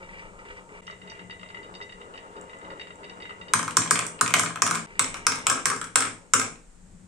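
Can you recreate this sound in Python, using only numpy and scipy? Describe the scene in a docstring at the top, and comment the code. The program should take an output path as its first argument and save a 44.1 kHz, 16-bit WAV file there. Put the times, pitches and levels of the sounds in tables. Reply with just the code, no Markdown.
"""In a bare room, glass marbles roll down the winding groove of a wooden beam, knocking at each bend.
They drop one by one into the plastic bed of a toy truck, bounce and clack together.
Bed and beam are sets of ringing tones struck by clicks; glass cracks and echoes are shaped noise.
Below lie a low rumble and steady hiss. A gain control ducks a few milliseconds after each loud clack;
twice the level dips briefly, and between these dips the beam is heard from its side."""
import sys
import numpy as np
from scipy import signal
from scipy.fft import rfft, irfft
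from scipy.io import wavfile

SR = 44100
rng = np.random.default_rng(int(sys.argv[2]) if len(sys.argv) > 2 else 0)


def waveform_to_disk(signal):
    """Save audio, clipped to [-1, 1], as 16-bit WAV at the path in sys.argv[1]."""
    frames = np.transpose(np.atleast_2d(signal))
    scaled = np.clip(frames, -1, 1) * 32767
    samples = np.round(scaled).astype(np.int16)
    wavfile.write(sys.argv[1], SR, samples)


N = 312007

# All levels in the tables are relative: the layers and the microphone scale them further.
# Marbles hitting the truck bed or each other: [t/s, peak level/dB,
# crack above 4500 Hz: level/dB, clack from 1800 to 4500 Hz: level/dB]
DROPS = [(3.536, -0.5, 3, -4.5), (3.556, -19.5, -3, -6), (3.592, -11.5, -1.5, -3.5),
         (3.596, -21.5, -8.5, 5), (3.629, -15, 0.5, -7), (3.647, -22, -2, -7), (3.679, -13.5, -3, -7),
         (3.708, -27.5, 8, 6), (3.769, 0, 3, -6.5), (3.79, -20, -15.5, -12), (3.819, -20.5, -4, 8.5),
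         (3.858, -18, -16, -2.5), (3.876, -26, -3, 5.5), (3.909, 0.5, 1.5, -6), (3.956, -13, 0, 4),
         (3.967, -19, -4, 1), (3.991, -10, 3, 0.5), (4.022, -14.5, -10, -7), (4.051, -20, -7, -7.5),
         (4.066, -26.5, 12.5, -8.5), (4.191, -39, -3, 15.5), (4.211, -1, 3.5, -4.5),
         (4.262, -12.5, -9.5, 1.5), (4.278, -14.5, 4, -0.5), (4.306, -17.5, -1, -0.5),
         (4.339, -3.5, 5.5, 6), (4.344, -16, -1.5, -9), (4.362, -20.5, 2, 2.5), (4.365, -10.5, 3, -9.5),
         (4.387, -21, 9.5, 2), (4.395, -6.5, 7, 1.5), (4.435, -10, 0, -14), (4.461, -13.5, -8, 1),
         (4.503, -18.5, -10, -21), (4.558, -17, -3, -3.5), (4.572, -21, -19, -12), (4.620, -2, 3.5, -4.5),
         (4.634, -23, -12, -14), (4.662, -17, -14, 4), (4.665, -12, 6, 1), (4.675, -10, 0, -9),
         (4.697, -20.5, -5, -10), (4.71, -6.5, 3, -5), (4.727, -21, -12, 5), (4.741, -14.5, -11, -19),
         (4.749, -16.5, 1, -1), (4.754, -9.5, 1, -4), (4.773, -21, -9, -13), (4.793, -27, -9, -6),
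         (4.994, -7.5, 8.5, 4.5), (5.044, -20, 5.5, 4.5), (5.076, -42, 11, 9.5), (5.143, -20, -1, 0.5),
         (5.169, -32, 4, -0.5), (5.267, -6.5, 9.5, -0.5), (5.32, -18, 6.5, 5.5), (5.356, -22, 3.5, 1),
         (5.387, -26.5, 0, 0), (5.468, -9, 8, 4), (5.499, -5.5, 4.5, -7), (5.514, -13, -9.5, 2),
         (5.527, -27.5, -3, 2.5), (5.548, -24, -5, -7), (5.574, -18, -16.5, -6.5), (5.597, -36, 1.5, 12),
         (5.656, -8.5, 8, 0.5), (5.668, -13.5, 5.5, -1.5), (5.685, -24, -5, -5), (5.7, -11, 3.5, -2.5),
         (5.715, -14.5, -2, -13.5), (5.736, -21.5, -2, -13), (5.762, -19, 0.5, -10),
         (5.814, -19.5, 2.5, -0.5), (5.842, -29.5, 9.5, 3), (5.870, -34.5, -4.5, 3), (5.957, -5, 8.5, 2.5),
         (6.006, -13.5, 9, -4), (6.023, -13.5, 1, 0.5), (6.052, -16.5, -4, -1), (6.07, -24.5, -4.5, -3),
         (6.336, -3, 4.5, -0.5), (6.341, -18.5, 16, -8.5), (6.397, -14, 9, 1.5), (6.415, -14.5, -2, 1.5),
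         (6.557, -48, 1, 11)]
# Tones of the plastic bed and chassis: [f/Hz, level/dB, time to fall by 60 dB t60/s]
BED_MODES = [(111.5, -21.5, 0.097), (165.2, -27, 0.22), (225, -30, 0.12), (261, -26.5, 0.13),
             (303, -25.5, 0.067), (440, -20.5, 0.022), (590, -32.5, 0.0051), (1057, -13.5, 0.017),
             (1106, -10, 0.023), (1152.4, -4.5, 0.025), (1275.8, 1, 0.017), (1362, -2, 0.016),
             (1468, -5.5, 0.015), (1625, -9, 0.024), (2224, -9.5, 0.0086), (2435, -5, 0.0044),
             (2560, -18, 0.004), (3740, -11.5, 0.0013)]
# Bands of the crack of glass on a hard surface: [f/Hz, width/Hz, level/dB]
CRACK_BANDS = [(2747, 4300, -4.5), (4055, 3200, -4.5), (5820, 1030, -2), (6950, 1000, -10), (7380, 1140, 0),
               (8716, 1140, -3), (10250, 3800, -22), (13800, 1900, -33.5)]
# Echo of the first and of the second round of drops: [glass crack level/dB, bed level/dB]
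FIRST_ECHO_DB = (-27, -32.5)
SECOND_ECHO_DB = (-26.5, -28.5)
# Marbles knocking on the groove wall: [t/s, peak level/dB, brightness/(dB per octave)]
KNOCKS = [(0.027, -36.5, 11), (0.089, -41, -16), (0.129, -44, -2), (0.185, -37, 4), (0.194, -38, -10),
          (0.389, -37, 4), (0.451, -37, -2), (0.463, -44, 3), (0.485, -36, -15), (0.502, -38, -20),
          (0.569, -35, -12), (0.69, -46, -6), (0.736, -51, 4), (0.868, -36.5, 16), (0.878, -30, -4),
          (0.899, -35.5, -14.5), (0.91, -40, 15), (0.928, -43, -15), (1.016, -40, 1), (1.074, -34.5, -2),
          (1.099, -39.5, 21.5), (1.118, -39, -18), (1.192, -33.5, -2), (1.297, -31.5, -6), (1.308, -32, 8),
          (1.325, -42, -13), (1.394, -37, 0), (1.413, -38, 1), (1.431, -30.5, -4.5), (1.46, -39, -6),
          (1.488, -38, 7), (1.502, -35, -8), (1.545, -32, -4), (1.57, -36, -4), (1.63, -35, 0),
          (1.645, -40, -1), (1.74, -36, 8), (1.751, -36, 14), (1.803, -38.5, -14), (1.813, -27.5, -2),
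          (1.824, -42, 21), (1.894, -36, 3), (1.923, -34.5, 4), (2.003, -47, 0), (2.014, -35, 0),
          (2.139, -38, 2), (2.156, -38.5, -3), (2.176, -31, 4.5), (2.365, -40.5, 5), (2.495, -37, -2),
          (2.532, -35, -9), (2.615, -41, 1), (2.647, -38.5, -6), (2.703, -34.5, 1), (2.775, -45, -6),
          (2.796, -32, 7), (2.812, -27.5, 3), (2.871, -32, -3), (2.905, -34.5, -4), (3.032, -37, -3),
          (3.042, -33, 4), (3.096, -33, 8.5), (3.202, -36, 3), (3.222, -30.5, 3), (3.254, -30, -3),
          (3.293, -30.5, -5.5), (3.307, -34, -8), (3.413, -30, 1), (3.483, -34.5, 11)]
# Rolling in the groove: [t/s, drone level/dB, level/dB of the rattle between the bends]
ROLL = [(0.0, -47, -53), (0.05, -48, -56), (0.17, -50.5, -47.5), (0.27, -49, -53.5), (0.35, -50.5, -63),
        (0.46, -50, -59), (0.53, -48.5, -52), (0.6, -48, -54), (0.65, -56, -75), (0.76, -45, -49),
        (0.88, -59.5, -59), (1.0, -54.5, -62), (1.15, -50, -47), (1.36, -54.5, -73), (1.55, -50, -59),
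        (1.8, -50.5, -74), (2.25, -50, -56.5), (2.7, -48, -58.5), (3.5, -51, -58), (4.2, -47.5, -56),
        (4.6, -64.5, -69), (4.86, -47, -52), (5.4, -47.5, -48), (5.9, -58, -60.5), (6.25, -59, -69),
        (6.4, -79, -76.5), (7.07, -77, -84)]
# Marble-on-marble ticks in the groove: [t/s, peak level/dB]
TICKS = [(2.413, -38), (2.588, -45), (2.957, -45)]
# Tones of the wooden beam: [f/Hz, width/Hz, rolling level/dB, knock level/dB,
# change of level/dB when heard from its end]
BEAM_MODES = [(406, 44, -16, -17.5, 6.5), (453.7, 46, -1, -19.5, -3.5), (523, 59, -11, -17.5, 5),
              (650, 1700, -0.5, -21, -7.5), (930, 50, -3, -11.5, 2), (1309, 130, 4.5, 1.5, -3),
              (1970, 110, -4, 7, 7), (2006, 47, -2, 4.5, 2), (2294, 84, -12, -15, 15),
              (2727, 53, -15.5, -5.5, -1), (2830, 50, -1.5, -4, -2.5), (2928, 80, -20.5, 0, -8),
              (3030, 180, -28.5, -5.5, -7), (2420, 540, -6.5, -6, -1.5), (3400, 700, -14, -9.5, -10),
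              (3742, 39, -21, -7, -6), (4750, 39, -17, -12, 1), (5840, 57, -18, -22.5, 5)]
# How much later the left side hears the beam from its side: [f/Hz, lag/samples]
SIDE_LAG = [(500, 5), (1300, 17), (2000, 18), (2900, 12), (3700, 13)]
# Brief dips of the level: [t/s, length/s]
DIPS = [(0.814, 0.0066), (4.866, 0.0046)]
# Low rumble of the table and the air: [t/s, level/dB under 50 Hz, level/dB from 80 to 300 Hz]
RUMBLE = [(0.0, -54, -53), (0.38, -55, -56.5), (0.55, -50, -59.5), (0.8, -64, -55), (1.3, -95, -53.5),
          (2.0, -54, -59.5), (2.5, -79, -61), (3.0, -78, -58.5), (3.5, -76, -53.5), (4.8, -65, -65),
          (5.0, -58, -50), (6.3, -61, -63), (6.69, -54, -65), (6.85, -52, -56), (6.95, -56.5, -50),
          (7.07, -64, -54.5)]
# Colour of the hiss: [f/Hz, level/dB]
HISS_COLOUR = [(25, -8), (60, -2), (200, -0.5), (400, -3.5), (800, -9.5), (1600, -11), (3000, -18),
               (4500, -20), (6000, -17), (7600, -8), (9200, -13.5), (10000, -31.5), (15000, -41.5)]
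# Echoes of the room: [f/Hz, time to fall by 60 dB t60/s, level/dB]
ROOM = [(93, 0.41, -10), (266, 0.45, 1), (687, 0.47, 0.5), (1180, 0.28, -6.5), (1740, 0.33, -0.5),
        (4780, 0.32, -6), (8100, 0.33, -4.5), (12800, 0.13, -0.5)]
# How alike the echoes are on both sides: [f/Hz, likeness (1 = the same)]
LIKENESS = [(60, 0.84), (180, 0.98), (550, 0.62), (1650, 0.16), (4970, 0.083), (15000, 0.11)]
# Lean of the microphone: [f/Hz, level/dB of left above right]
LEAN = [(60, 3), (200, 7), (400, 2.5), (700, 5), (1300, 3.5), (2400, 2), (4400, -3), (8000, -1.5),
        (15000, 7)]

# Truck
SPOT_DB = 2.3   # spread of a bed tone from blow to blow
SOFTENS = 0.32   # dB of sharp click lost per dB that a blow is weaker than the hardest
CRACK_T60_S = 0.012
RATTLE_DB, RATTLE_T60_S = -38, 0.16   # the small rebounds stay well under the blows

# Beam; a knock leaves the marble rattling through the bend
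BEND_RATTLE_DB, BEND_RISE_S, BEND_T60_S = -10.5, 0.0098, 0.083
DRONE_WAVER_DB, DRONE_WAVER_HZ = 2.5, 5.9
# Heard from the end: weaker first contact, stronger rattle, left side later by this many samples
END_KNOCK_DB, END_RATTLE_DB, END_LAG_SAMPLES = -10, 1, 11

# Background, room and microphone
BEAM_ROOM_DB, FIRST_WALL_S = -32, 0.0022
HISS_DB = -59   # before the microphone's lean and gain control
CUTOFF_HZ = 16900


def truck(rows, crack_echo_db, bed_echo_db):
    """Each marble sets the plastic bed ringing and its glass cracks; the room echoes both."""
    luck = rng.normal(0, 1, (len(rows), len(BED_MODES), 3))   # per blow and tone: [both sides, left, right]
    body = bed(rows, luck)
    glass = crack(rows, luck)
    return body + glass + room(amp(bed_echo_db) * body + amp(crack_echo_db) * glass)


def bed(rows, luck):
    """A blow rings every tone of the bed with its own strength, then the marble rattles on."""
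    s, peak_db, _, clack_db = np.transpose(rows)
    rebounds = grains(200, spread_db=3.0)   # many small, even rebounds
    fading = dying(clicks(s, amp(peak_db + RATTLE_DB)), RATTLE_T60_S)
    rattle = band(fading * rebounds, 640, 2600)
    body = 0
    for k, (hz, db, t60) in enumerate(BED_MODES):
        # where the bed is struck, and how it faces each side
        spot_db = SPOT_DB * luck[:, k, :1] + 1.0 * luck[:, k, 1:]
        if hz > 1800:
            spot_db = spot_db + clack_db[:, None]
        blows = clicks(s, amp(peak_db[:, None] + spot_db))
        tone = ring(blows + rattle, hz, t60)
        # a wall tone radiates little away from its pitch
        tone = band(band(tone, 0.863 * hz, 1.157 * hz), 0.72 * hz, 1.4 * hz)
        body = body + amp(db - 3.0) * tone
    # the bed's sound keeps clear of the deep bass below about 90 Hz
    return signal.sosfilt(signal.butter(2, 90, "high", fs=SR, output="sos"), body)


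def crack(rows, luck):
    """Hard glass gives a sharp click and a short burst of noise; weaker blows click more softly."""
    s, peak_db, crack_db, clack_db = np.transpose(rows)
    softer_db = SOFTENS * (peak_db - peak_db.max())
    white = rng.standard_normal(N) + 1.49 * rng.standard_normal((2, N))
    glass = 0
    for k, (hz, width, db) in enumerate(CRACK_BANDS):
        snap_db = peak_db + (crack_db if hz > 4500 else clack_db)
        side_db = 2 * luck[:, k, 1:]
        snap = clicks(s, amp(snap_db[:, None] + side_db))
        sharp = clicks(s, amp((snap_db + softer_db)[:, None] + side_db))
        burst = amp(13.0) * sharp + amp(-6.0) * dying(snap, CRACK_T60_S) * white
        # every other band is turned upside down
        glass = glass + (-1) ** k * amp(db) * band(burst, hz - width / 2, hz + width / 2)
    return glass


def beam():
    """Rolling and wall knocks ring the tones of the wooden beam; now and then two marbles tick."""
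    t = np.arange(N) / SR
    from_end = (t < DIPS[0][0]) | (t > DIPS[1][0])   # between the dips: from its side
    wood = 0
    for mode, rolling, knocking in zip(BEAM_MODES, roll(), knock(from_end)):
        hz, end_db = mode[0], mode[4]
        # the rattling high tones are stronger from the end
        if hz >= 1700:
            rolling = rolling * amp(END_RATTLE_DB * from_end)
        view = amp(end_db * from_end)
        wood = wood + left_later(view * (rolling + knocking), from_end, hz)
    # wood gives a soft contact
    wood = signal.sosfilt(signal.butter(2, 5500, fs=SR, output="sos"), wood)
    s, tick_db = np.transpose(TICKS)
    ticks = band(clicks(s, amp(tick_db + 26.5)), 7000, 8240)
    both = (wood + ticks) * amp([[-1.4], [0]])   # the beam lies to the right
    return both + amp(BEAM_ROOM_DB) * room(both)


def roll():
    """Low tones drone under the rolling weight; high ones rattle on the bumps of the groove."""
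    drone_db, rattle_db = in_time(ROLL)
    s, peak_db, _ = np.transpose(KNOCKS)
    struck = clicks(s, amp(peak_db + BEND_RATTLE_DB))[0]
    bend_rattle = dying(struck, BEND_T60_S) - dying(struck, BEND_RISE_S)   # swells, then fades
    rattle = amp(rattle_db) + bend_rattle
    drone = amp(drone_db + DRONE_WAVER_DB * drift(DRONE_WAVER_HZ))
    bumps = grains(770, spread_db=4.5)   # shared by all high tones
    for hz, width, roll_db, _, _ in BEAM_MODES:
        if hz < 1700:
            force, level = grains(1500, spread_db=3.0), drone
        else:
            force, level = 0.5 * bumps + grains(1500, spread_db=2.5), rattle
        yield rms_one(ring(force, hz, width_to_t60(width))) * level * amp(roll_db - 7.0)


def knock(from_end):
    """A bend strikes the tones of the wood, then the marble chatters a few hundredths of a second."""
    s, peak_db, tilt_db = np.transpose(KNOCKS)
    spot_db = rng.normal(0, 3, (len(s), len(BEAM_MODES), 2))   # each knock meets each tone differently
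    skips = grains(900, spread_db=1.5)
    for k, (hz, width, _, knock_db, _) in enumerate(BEAM_MODES):
        bright_db = tilt_db * np.log2(max(hz, 1300) / 2400)
        blows = clicks(s, amp((peak_db + bright_db)[:, None] + spot_db[:, k]))
        swell = dying(blows, 0.061) - dying(blows, 0.027)   # rises, then fades
        chatter = swell * skips * amp(-18.5)
        contact = amp(5.0 + END_KNOCK_DB * from_end) * blows
        tone = ring(contact + chatter, hz, width_to_t60(width))
        yield (-1) ** k * tone * amp(knock_db - 13)


def left_later(x, from_end, hz):
    """Sound from the beam reaches the left side later, by a lag that belongs to the view."""
    side_lag = int(at_hz(SIDE_LAG, hz))
    left = np.where(from_end, np.roll(x[0], END_LAG_SAMPLES), np.roll(x[0], side_lag))
    return np.array([left, x[1]])


def room(x):
    """Echoes in stereo: noise in third-octave bands, each dying at its own pace."""
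    t = np.arange(SR) / SR
    edges = 70 * 2 ** (np.arange(25) / 3)
    white = rng.standard_normal((2, 2, SR))
    tail = 0
    for k, (low, high) in enumerate(zip(edges, edges[1:])):
        mid, side = band(white[k % 2], low, high)
        hz = np.sqrt(low * high)
        alike = np.clip(at_hz(LIKENESS, hz), -1, 1)
        fall = amp(at_hz(ROOM, hz, column=2) - 60 * t / at_hz(ROOM, hz))
        stereo = np.sqrt(1 + alike) * mid + np.sqrt(1 - alike) * side * [[1], [-1]]
        tail = tail + fall * stereo
    tail *= np.clip(t / FIRST_WALL_S, 0, 1) ** 2   # echoes build up after the direct sound
    mono = x.mean(axis=0)[None]
    return signal.fftconvolve(mono, tail, axes=1)[:, :N]


def rumble():
    """Low noise, nearly alike on both sides, with the table's two lowest tones ringing in it."""
    deep_db, low_db = in_time(RUMBLE)
    white = rng.standard_normal(N) + 0.24 * rng.standard_normal((2, N))
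    deep = rms_one(band(band(white, 14, 45), 14, 48))
    table = rms_one(ring(white, 183, 0.21))
    table = table + amp(-6.0) * rms_one(ring(white, 108, 0.079))
    table = table + amp(-12.5) * rms_one(band(white, 40, 320))
    return amp(deep_db) * deep + amp(low_db) * rms_one(table)


def hiss():
    """Steady room and microphone hiss: coloured noise, partly shared by both sides."""
    white = rng.standard_normal((2, N)) + 0.5 * rng.standard_normal(N)
    coloured = colour(white, at_hz(HISS_COLOUR, np.fft.rfftfreq(N, 1 / SR)))
    return amp(HISS_DB) * rms_one(coloured)


def amp(db):
    """Turn dB into a gain."""
    return 10 ** (np.asarray(db) / 20)


def rms_one(x):
    """Scale to an average strength (rms) of 1."""
    return x / np.sqrt(np.mean(x ** 2) + 1e-20)


def in_time(rows):
    """Draw the columns of a table over time, one value per sample."""
    s, *columns = np.transpose(rows)
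    return [np.interp(np.arange(N) / SR, s, c) for c in columns]


def at_hz(points, hz, column=1):
    """Read a table between its frequencies, on a log-frequency axis."""
    points = np.array(points)
    return np.interp(np.log(hz + 1), np.log(points[:, 0]), points[:, column])


def width_to_t60(width_hz):
    """The wider a tone's peak, the sooner it dies: seconds to fall by 60 dB."""
    return np.log(1000) / np.pi / width_hz


def ring(force, hz, t60):
    """A struck tone: each unit click starts a dying sine of height 1."""
    r = amp(-60 / (t60 * SR))
    w = 2 * np.pi * hz / SR
    return signal.lfilter([0, np.sin(w)], [1, -2 * r * np.cos(w), r * r], force + 1e-18)


def dying(blows, t60):
    """Each click starts an envelope that dies away by 60 dB in t60 seconds."""
    return signal.lfilter([1], [1, -amp(-60 / (t60 * SR))], blows + 1e-18)


def clicks(times, sizes):
    """Single-sample blows; sizes are one per blow, or rows of (left, right)."""
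    out = np.zeros((2, N))
    np.add.at(out, (slice(None), np.round(times * SR).astype(int)), sizes.T)
    return out


def grains(per_s, spread_db):
    """Random tiny impacts, a few much bigger than the rest; rms 1."""
    size_db = spread_db * np.minimum(rng.exponential(1, N), 5)
    sizes = amp(size_db) * rng.choice([-1, 1], N)
    return rms_one(sizes * (rng.random(N) < per_s / SR))


def drift(rate_hz):
    """Slow random wander, spread 1: noise smoothed twice."""
    r = np.exp(-2 * np.pi * rate_hz / SR)
    smooth = signal.lfilter([1], [1, -2 * r, r * r], rng.standard_normal(N + SR))
    return rms_one(smooth[SR:])   # skip the first second, while it settles


def band(x, low_hz, high_hz):
    """Keep the sound between two frequencies."""
    return signal.sosfilt(signal.butter(2, [low_hz, high_hz], "band", fs=SR, output="sos"), x)


def colour(x, gains_db):
    """Apply a gain to each frequency, the same or different for each side."""
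    return irfft(rfft(x) * amp(gains_db), N)


def scene():
    """Two rounds of drops over beam, rumble and hiss; the first round's echo ends at the second dip."""
    t = np.arange(N) / SR
    cut = DIPS[1][0]
    first = truck([r for r in DROPS if r[0] < cut], *FIRST_ECHO_DB) * (t < cut)
    second = truck([r for r in DROPS if r[0] >= cut], *SECOND_ECHO_DB)
    out = first + second + beam() + rumble() + hiss()
    for at, length in DIPS:
        out = out * np.clip(np.abs(t - at) / length - 0.2, 0.05, 1)
    return out


def gain_control(x, knee_db=-24, share=0.15, release_db_s=150, lag_s=0.0074, smooth_s=0.00027):
    """Loud peaks pull the gain down a little late; it climbs back at a steady rate."""
    level_db = 20 * np.log10(np.abs(x).max(axis=0) + 1e-9)
    over_db = np.maximum(level_db - knee_db, 0)
    ramp = release_db_s * np.arange(N) / SR
    held_db = np.maximum.accumulate(share * over_db + ramp) - ramp
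    late_db = np.interp(np.arange(N) - lag_s * SR, np.arange(N), held_db)
    r = np.exp(-1 / (smooth_s * SR))
    return x * amp(-signal.lfilter([1 - r], [1, -r], late_db))


def record(dry):
    """The microphone leans by frequency, the gain ducks, peaks are rounded, the top is cut."""
    lean_db = at_hz(LEAN, np.fft.rfftfreq(N, 1 / SR)) * [[0.5], [-0.5]]   # half to each side
    x = gain_control(colour(dry, lean_db))
    rounded = 0.82 * np.tanh(x / 0.82)
    return signal.sosfilt(signal.cheby2(14, 95, CUTOFF_HZ, fs=SR, output="sos"), rounded)


dry = scene()
out = record(dry)
waveform_to_disk(out)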